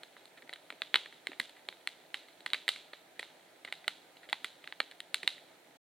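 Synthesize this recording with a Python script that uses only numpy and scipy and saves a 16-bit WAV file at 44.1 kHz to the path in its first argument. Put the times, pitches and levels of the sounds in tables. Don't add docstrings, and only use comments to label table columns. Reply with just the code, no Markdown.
import sys
import numpy as np
from scipy import signal
from scipy.fft import rfft, irfft, next_fast_len
from scipy.io import wavfile
from scipy.ndimage import uniform_filter1d

SR = 44100
rng = np.random.default_rng(int(sys.argv[2]) if len(sys.argv) > 2 else 0)


def generate_wav(signal):
    frames = np.transpose(np.atleast_2d(signal))
    scaled = np.clip(frames, -1, 1) * 32767
    pcm = np.round(scaled).astype(np.int16)
    wavfile.write(sys.argv[1], SR, pcm)


N = 258855
HZ = abs(np.fft.fftfreq(2048, 1 / SR))

# [f/Hz, level/dB]
RUSH_COLOUR = [(25, -49), (70, -39), (105, -23.5), (150, -7.5), (290, -0.5), (480, -3), (660, 1.5),
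               (950, -5.5), (1300, -8), (2150, -7), (2700, -12), (4200, -11), (4900, -19), (9000, -18.5),
               (16000, -25)]
# [f/Hz, likeness 0 to 1]
RUSH_LIKENESS = [(60, 0.84), (300, 0.84), (700, 0.61), (1600, 0.41), (3600, 0.21), (6000, 0.077),
                 (15000, 0.14)]
TICK_TONE_HZ = [550, 1800, 3600, 8500]
# [t/s, strength level/dB, pocket f/Hz, body level/dB, fizz level/dB,
# splintering level/dB, share sent into the forest level/dB]
POPS = [(.0337, -16, 4200, 11, 6, -3.5, 4), (.1669, -18.5, 1400, 13, -18, -5, 13.5),
        (.2559, -30, 4300, 19, 19.5, -15, 4), (.494, -14, 1950, 13.5, 1, -4, 4.5),
        (.529, -11, 3950, 8.5, -12, -3, 4.5), (.536, -13, 3700, 5.5, 9, -2, -10),
        (.7034, -6.5, 2150, 3, -4, -2, -1), (.725, -20.5, 2400, 20.5, 2, -6, -4.5),
        (.8194, 2, 3900, 1, -6, -6, -0.5), (.9428, 12.5, 3300, 0.5, -8.5, -12, -1),
        (.957, 12.5, 3550, -0.5, -4.5, 1.5, -5), (1.0593, -13, 2320, 9, -7, 0, 4),
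        (1.126, -21, 1780, 7, -2, -5, 14), (1.2704, -3, 2170, 5.5, 5.5, -6, -.5),
        (1.3179, -14, 2500, 14, -11, -3.5, 0), (1.3316, -16, 2400, 4, -13, 4, 5),
        (1.3989, 1.5, 1780, 0.5, 8, 3, 3), (1.495, -26, 3300, 17, 13, -3, -2),
        (1.6877, -5.5, 3900, 9.5, 3, -8, -1), (1.7266, -16.5, 1080, 7, -7, -8, -5),
        (1.8739, 1, 1920, -4.5, 5.5, -8.5, -1.5), (2.143, -1, 2140, 0, 3.5, 4, 3.5),
        (2.2846, -27.5, 2170, 15.5, 10, 12, 4), (2.4062, -24.5, 4270, 11.5, 6, -5, 3),
        (2.462, 1.5, 1000, 2, -.5, 2.5, 0), (2.503, -16.5, 4200, 1, 3, -16, -1),
        (2.5337, 6, 4000, 0.5, -0.5, -3.5, -4.5), (2.5431, 1.5, 2280, 0, -3.5, 10, 4.5),
        (2.68, 2.5, 2150, 3, 7, 0, 3), (2.69, 3.5, 3950, 5.5, 10.5, -2.5, 3.5),
        (2.7607, -14.5, 2400, 9.5, 3, -1, 12), (2.933, -11, 3950, 13, -8, 8, 6.5),
        (3.1934, -6.5, 1900, 13.5, 8.5, 9.5, 6), (3.229, -9, 1790, 6.5, -6, -7, 6),
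        (3.6482, -10, 1850, 10.5, 6, 11, 3), (3.676, -15.5, 1900, 8, -11, 14, 8),
        (3.6843, -15, 1750, 4, -16, 4, 1), (3.7252, -2.5, 2050, 3.5, 2, -2, 2.5),
        (3.8799, 7.5, 830, -2, 2.5, -4.5, -3.5), (4.1685, -23, 4100, 21, 0, 11, 8),
        (4.2899, -17, 3100, 15, 0, 2, 11.5), (4.297, -19.5, 1880, 0, 14.5, 7, 4),
        (4.3289, 8.5, 885, 2, -4.5, -2.5, -5), (4.4449, -1.5, 1680, 4.5, 6.5, 0, 3.5),
        (4.641, -17, 2450, 10, 0, 7, 9), (4.6752, -7.5, 1520, -6.5, -4.5, -7.5, -0.5),
        (4.7245, -7, 3130, 3, -10, -5, -4.5), (4.803, 11, 820, 0, -6, -2.5, -8),
        (4.9127, -20, 3200, 1, 10, 1, -1), (4.9209, -22.5, 1870, 11.5, -7, -3, -1),
        (5.0038, -12, 3180, -0.5, 12.5, -7, -3.5), (5.1438, 5, 930, -8, 11.5, -4, -1),
        (5.231, -8, 2300, 12, 5, 6, 5.5), (5.2766, 8.5, 4000, -4, 3, -5.5, -1),
        (5.38, -21.5, 1720, -4, -4.5, 6, 4)]
# [f/Hz, level/dB per dB of body]
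BODY_COLOUR = [(550, 1), (1800, 0)]
# [f/Hz, level/dB per dB of fizz]
FIZZ_COLOUR = [(1800, 0), (3600, 0.4), (8500, 1)]
# [f/Hz, level/dB]
CRACK_COLOUR = [(60, -48), (260, -17.5), (500, -13), (900, -10.5), (1400, -5.5), (2000, 2.5), (2650, -4.6),
                (3400, -1.66), (4200, -1.74), (4800, -17), (6100, -35), (7400, -20), (8700, -18.5),
                (15500, -43)]
# [delay t/s, level/dB]
NEAR_ECHOES = [(.0048, -24), (0.012, -24.5), (.0152, -36), (.0159, -25), (.0262, -30)]
# [f/Hz, phase lag of the right/rad]
LEFT_LEAD = [(10, 0.018), (1800, 0.013), (3700, 0.42), (8500, 0.83), (13000, .2)]
# [f/Hz, level/dB]
FOREST_COLOUR = [(100, -41.5), (500, -14), (1400, -10.5), (2100, -5.5), (2600, -4.5), (3200, -1.5),
                 (4000, 0), (5100, -16), (6500, -17.5), (9000, -17.5), (12000, -22), (15500, -32)]
# [f/Hz, t/s]
FOREST_T60 = [(300, 0.31), (2000, 0.39), (3700, 0.45), (8000, 0.42), (15000, 0.1)]
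# [f/Hz, likeness 0 to 1]
FOREST_LIKENESS = [(200, 0.62), (1800, 0.88), (3600, 0.99), (6000, 0.28), (9000, 0.27), (15000, .55)]
# [t/s, strength level/dB, length t/s]
CRUMBLES = [(0.371, -17.5, 0.022), (0.422, -19, 0.0085), (0.469, -25.5, .008), (0.558, -16.5, .005),
            (1.56, -19.5, 0.036), (3.668, -21, 0.014), (3.838, -17.5, 0.01), (4.23, -17.5, 0.03)]
# [t/s, peak rms level/dB, decay t/s]
PUFFS = [(0.419, -61, 0.014), (.722, -55.5, 0.0082), (.943, -55, 0.015), (1.284, -50, 0.014),
         (1.395, -48.5, 0.0061), (1.679, -62, 0.016), (5.233, -51.5, .006)]
# [f/Hz, level/dB]
MIC_BALANCE = [(4400, -1.7), (8000, -0.1), (15000, 0.5)]
# [f/Hz, width f/Hz]
MIC_DIPS = [(218, 52), (1110, 104)]

RUSH_DB = -60.5
POCKET_RING_DB = 6
CRUMBLE_HZ, PUFF_HZ = 1880, 290
END_S, EDGE_HZ = 5.772, 16000


def gain_of(db):
    return 10 ** (np.asarray(db) / 20)


def evened(x):
    return x / np.sqrt(np.mean(x ** 2) + 1e-20)


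def read(points, hz):
    f, value = np.transpose(points)
    return np.interp(np.log(hz + 1), np.log(f + 1), value)


def add(mix, s, sound):
    part = mix[max(round(s * SR), 0):][:len(sound)]
    part += sound[:len(part)]


def causal(db, size=1024):
    log_spectrum = np.conj(signal.hilbert(np.log(gain_of(db))))
    return np.fft.ifft(np.exp(log_spectrum)).real[:size]


def pair(a, b, likeness):
    same = np.clip(likeness, -1, 1)
    return np.array([a, same * a + np.sqrt(1 - same ** 2) * b])


def rush(patchy_db=0.7, flicker_db=-0.67, flame_hz=900):
    frames, hz = N // 256 + 5, np.fft.rfftfreq(1024, 1 / SR)
    a, b, c, d, patches = rng.standard_normal((frames, 513, 5)).T
    patches = uniform_filter1d(patches, size=12, axis=0)
    patches = evened(uniform_filter1d(patches, size=10, axis=1))
    flicker = evened(uniform_filter1d(rng.standard_normal(frames), size=14))
    noise = pair(a + 1j * b, c + 1j * d, read(RUSH_LIKENESS, hz)[:, None])
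    flames_db = flicker_db * flicker / (1 + hz[:, None] / flame_hz)
    level_db = read(RUSH_COLOUR, hz)[:, None] + patchy_db * patches + flames_db
    wave = signal.istft(noise * gain_of(level_db), nperseg=1024, noverlap=768)[1]
    return gain_of(RUSH_DB) * evened(wave[:, :N])


def burst(splinter_db, base_decay_s=0.002, delay_s=0.00051, grain=1.1, size=512):
    t = np.arange(size) / SR
    draw = rng.standard_normal(size)
    grains = np.sign(draw) * abs(draw) ** grain
    linger_s = base_decay_s * gain_of(0.4 * splinter_db)
    scatter = grains * np.exp(-t / linger_s) * np.clip(t / delay_s - .5, 0, 1)
    band = signal.butter(2, [1300, 4500], "bandpass", fs=SR)
    heard_scatter, heard_break = signal.lfilter(*band, [scatter, t == 0])
    wave = gain_of(splinter_db) * scatter * np.linalg.norm(heard_break) / np.linalg.norm(heard_scatter)
    wave[0] -= 1
    return wave / np.sqrt(1 + gain_of(splinter_db) ** 2)


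def ticks(per_s=40, tick_db=-35, spread_db=0.5, colour_db=5, count=300):
    out = np.zeros(N)
    times = np.cumsum(rng.exponential(1 / per_s, count))
    sizes = np.minimum(rng.exponential(1, count), 2)
    tones = rng.standard_normal((count, len(TICK_TONE_HZ)))
    for s, size, tone in zip(times, sizes, tones):
        tone_points = list(zip(TICK_TONE_HZ, colour_db * np.clip(tone, -2, 1)))
        level_db = tick_db + spread_db * size + read(tone_points, HZ)
        add(out, s, np.convolve(burst(0), causal(level_db, size=128)))
    return out


def pocket(hz, ring_db, width=0.22):
    return ring_db / (1 + ((HZ - hz) / (width * hz)) ** 2)


def pops(count=4):
    near, far = np.zeros(N), np.zeros((count, N))
    for k, (s, db, hz, body_db, fizz_db, splinter_db, forest_db) in enumerate(POPS):
        colour_db = pocket(hz, POCKET_RING_DB)
        colour_db = colour_db + body_db * read(BODY_COLOUR, HZ) + fizz_db * read(FIZZ_COLOUR, HZ)
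        add(near, s, np.convolve(burst(splinter_db), causal(db + colour_db)))
        add(far[k % count], s, causal(db + forest_db + colour_db / 2))
    return near, far


def direct(x, crack_db=0.37):
    straight = signal.oaconvolve(x, causal(crack_db + read(CRACK_COLOUR, HZ)))[:N]
    left = straight.copy()
    for delay_s, db in NEAR_ECHOES:
        add(left, delay_s, gain_of(db) * straight)
    size = next_fast_len(N)
    lag = np.exp(-1j * read(LEFT_LEAD, np.fft.rfftfreq(size, 1 / SR)))
    right = irfft(rfft(left, size) * lag, size)[:N]
    return np.array([left, right])


def forest(x, wet_db=-14, build_s=0.0028, trunks_db=2.0):
    hz, t, noise = signal.stft(rng.standard_normal((2, SR // 2)), SR, nperseg=128)
    decay = gain_of(-60 * t / read(FOREST_T60, hz)[:, None])
    reflections = pair(*noise, read(FOREST_LIKENESS, hz)[:, None]) * decay
    bunches = gain_of(trunks_db * rng.standard_normal(len(t)))
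    build = 1 - np.exp(-t / build_s)
    tail = signal.istft(reflections * bunches * build, SR, nperseg=128)[1]
    coloured = signal.oaconvolve(x, causal(wet_db + read(FOREST_COLOUR, HZ)))[:N]
    return signal.fftconvolve(coloured[None], tail / np.linalg.norm(tail[0]), axes=1)[:, :N]


def crumbles(grains_per_s=900, ring_db=4, dull_db=-3):
    out = np.zeros(N)
    dulling = read([(CRUMBLE_HZ, 0), (2 * CRUMBLE_HZ, dull_db)], HZ)
    colour = causal(pocket(CRUMBLE_HZ, ring_db) + dulling)
    for s, db, length_s in CRUMBLES:
        size, chance = rng.standard_normal(SR // 10), rng.random(SR // 10)
        t = np.arange(len(size)) / SR
        clicks = size * (chance < grains_per_s / SR) * (t < length_s)
        clicks = clicks / (np.linalg.norm(clicks) + 1e-9)
        add(out, s, gain_of(db) * np.convolve(clicks, colour))
    return out


def puffs(rise_s=0.0084, width=0.49):
    out, t = np.zeros(N), np.arange(SR // 6) / SR
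    band = signal.butter(3, [PUFF_HZ / (1 + width), PUFF_HZ * (1 + width)], "bandpass", fs=SR)
    for s, db, decay_s in PUFFS:
        shape = (1 - np.exp(-t / rise_s)) * np.exp(-t / decay_s)
        flutter = signal.lfilter(*band, rng.standard_normal(len(t)) * shape)
        level = np.linalg.norm(shape / shape.max()) / np.linalg.norm(flutter)
        add(out, s, gain_of(db) * flutter * level)
    return out


def scene():
    near, far = pops()
    embers = ticks() + crumbles()
    echoes = sum(forest(direction + embers / 2) for direction in far)
    return direct(near + embers) + echoes + puffs() + rush()


def record(dry):
    half_db = read(MIC_BALANCE, HZ) / 2
    out = np.array([signal.oaconvolve(x, causal(db))[:N] for x, db in zip(dry, [half_db, -half_db])])
    for hz, width in MIC_DIPS:
        out = signal.lfilter(*signal.iirnotch(hz, hz / width, fs=SR), out)
    out = out * np.clip((END_S - np.arange(N) / SR) / .004, 0, 1)
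    lowpass = signal.firwin(511, EDGE_HZ, window=("kaiser", 9), fs=SR)
    return signal.oaconvolve(out, lowpass[None], "same")


dry = scene()
out = record(dry)
generate_wav(out)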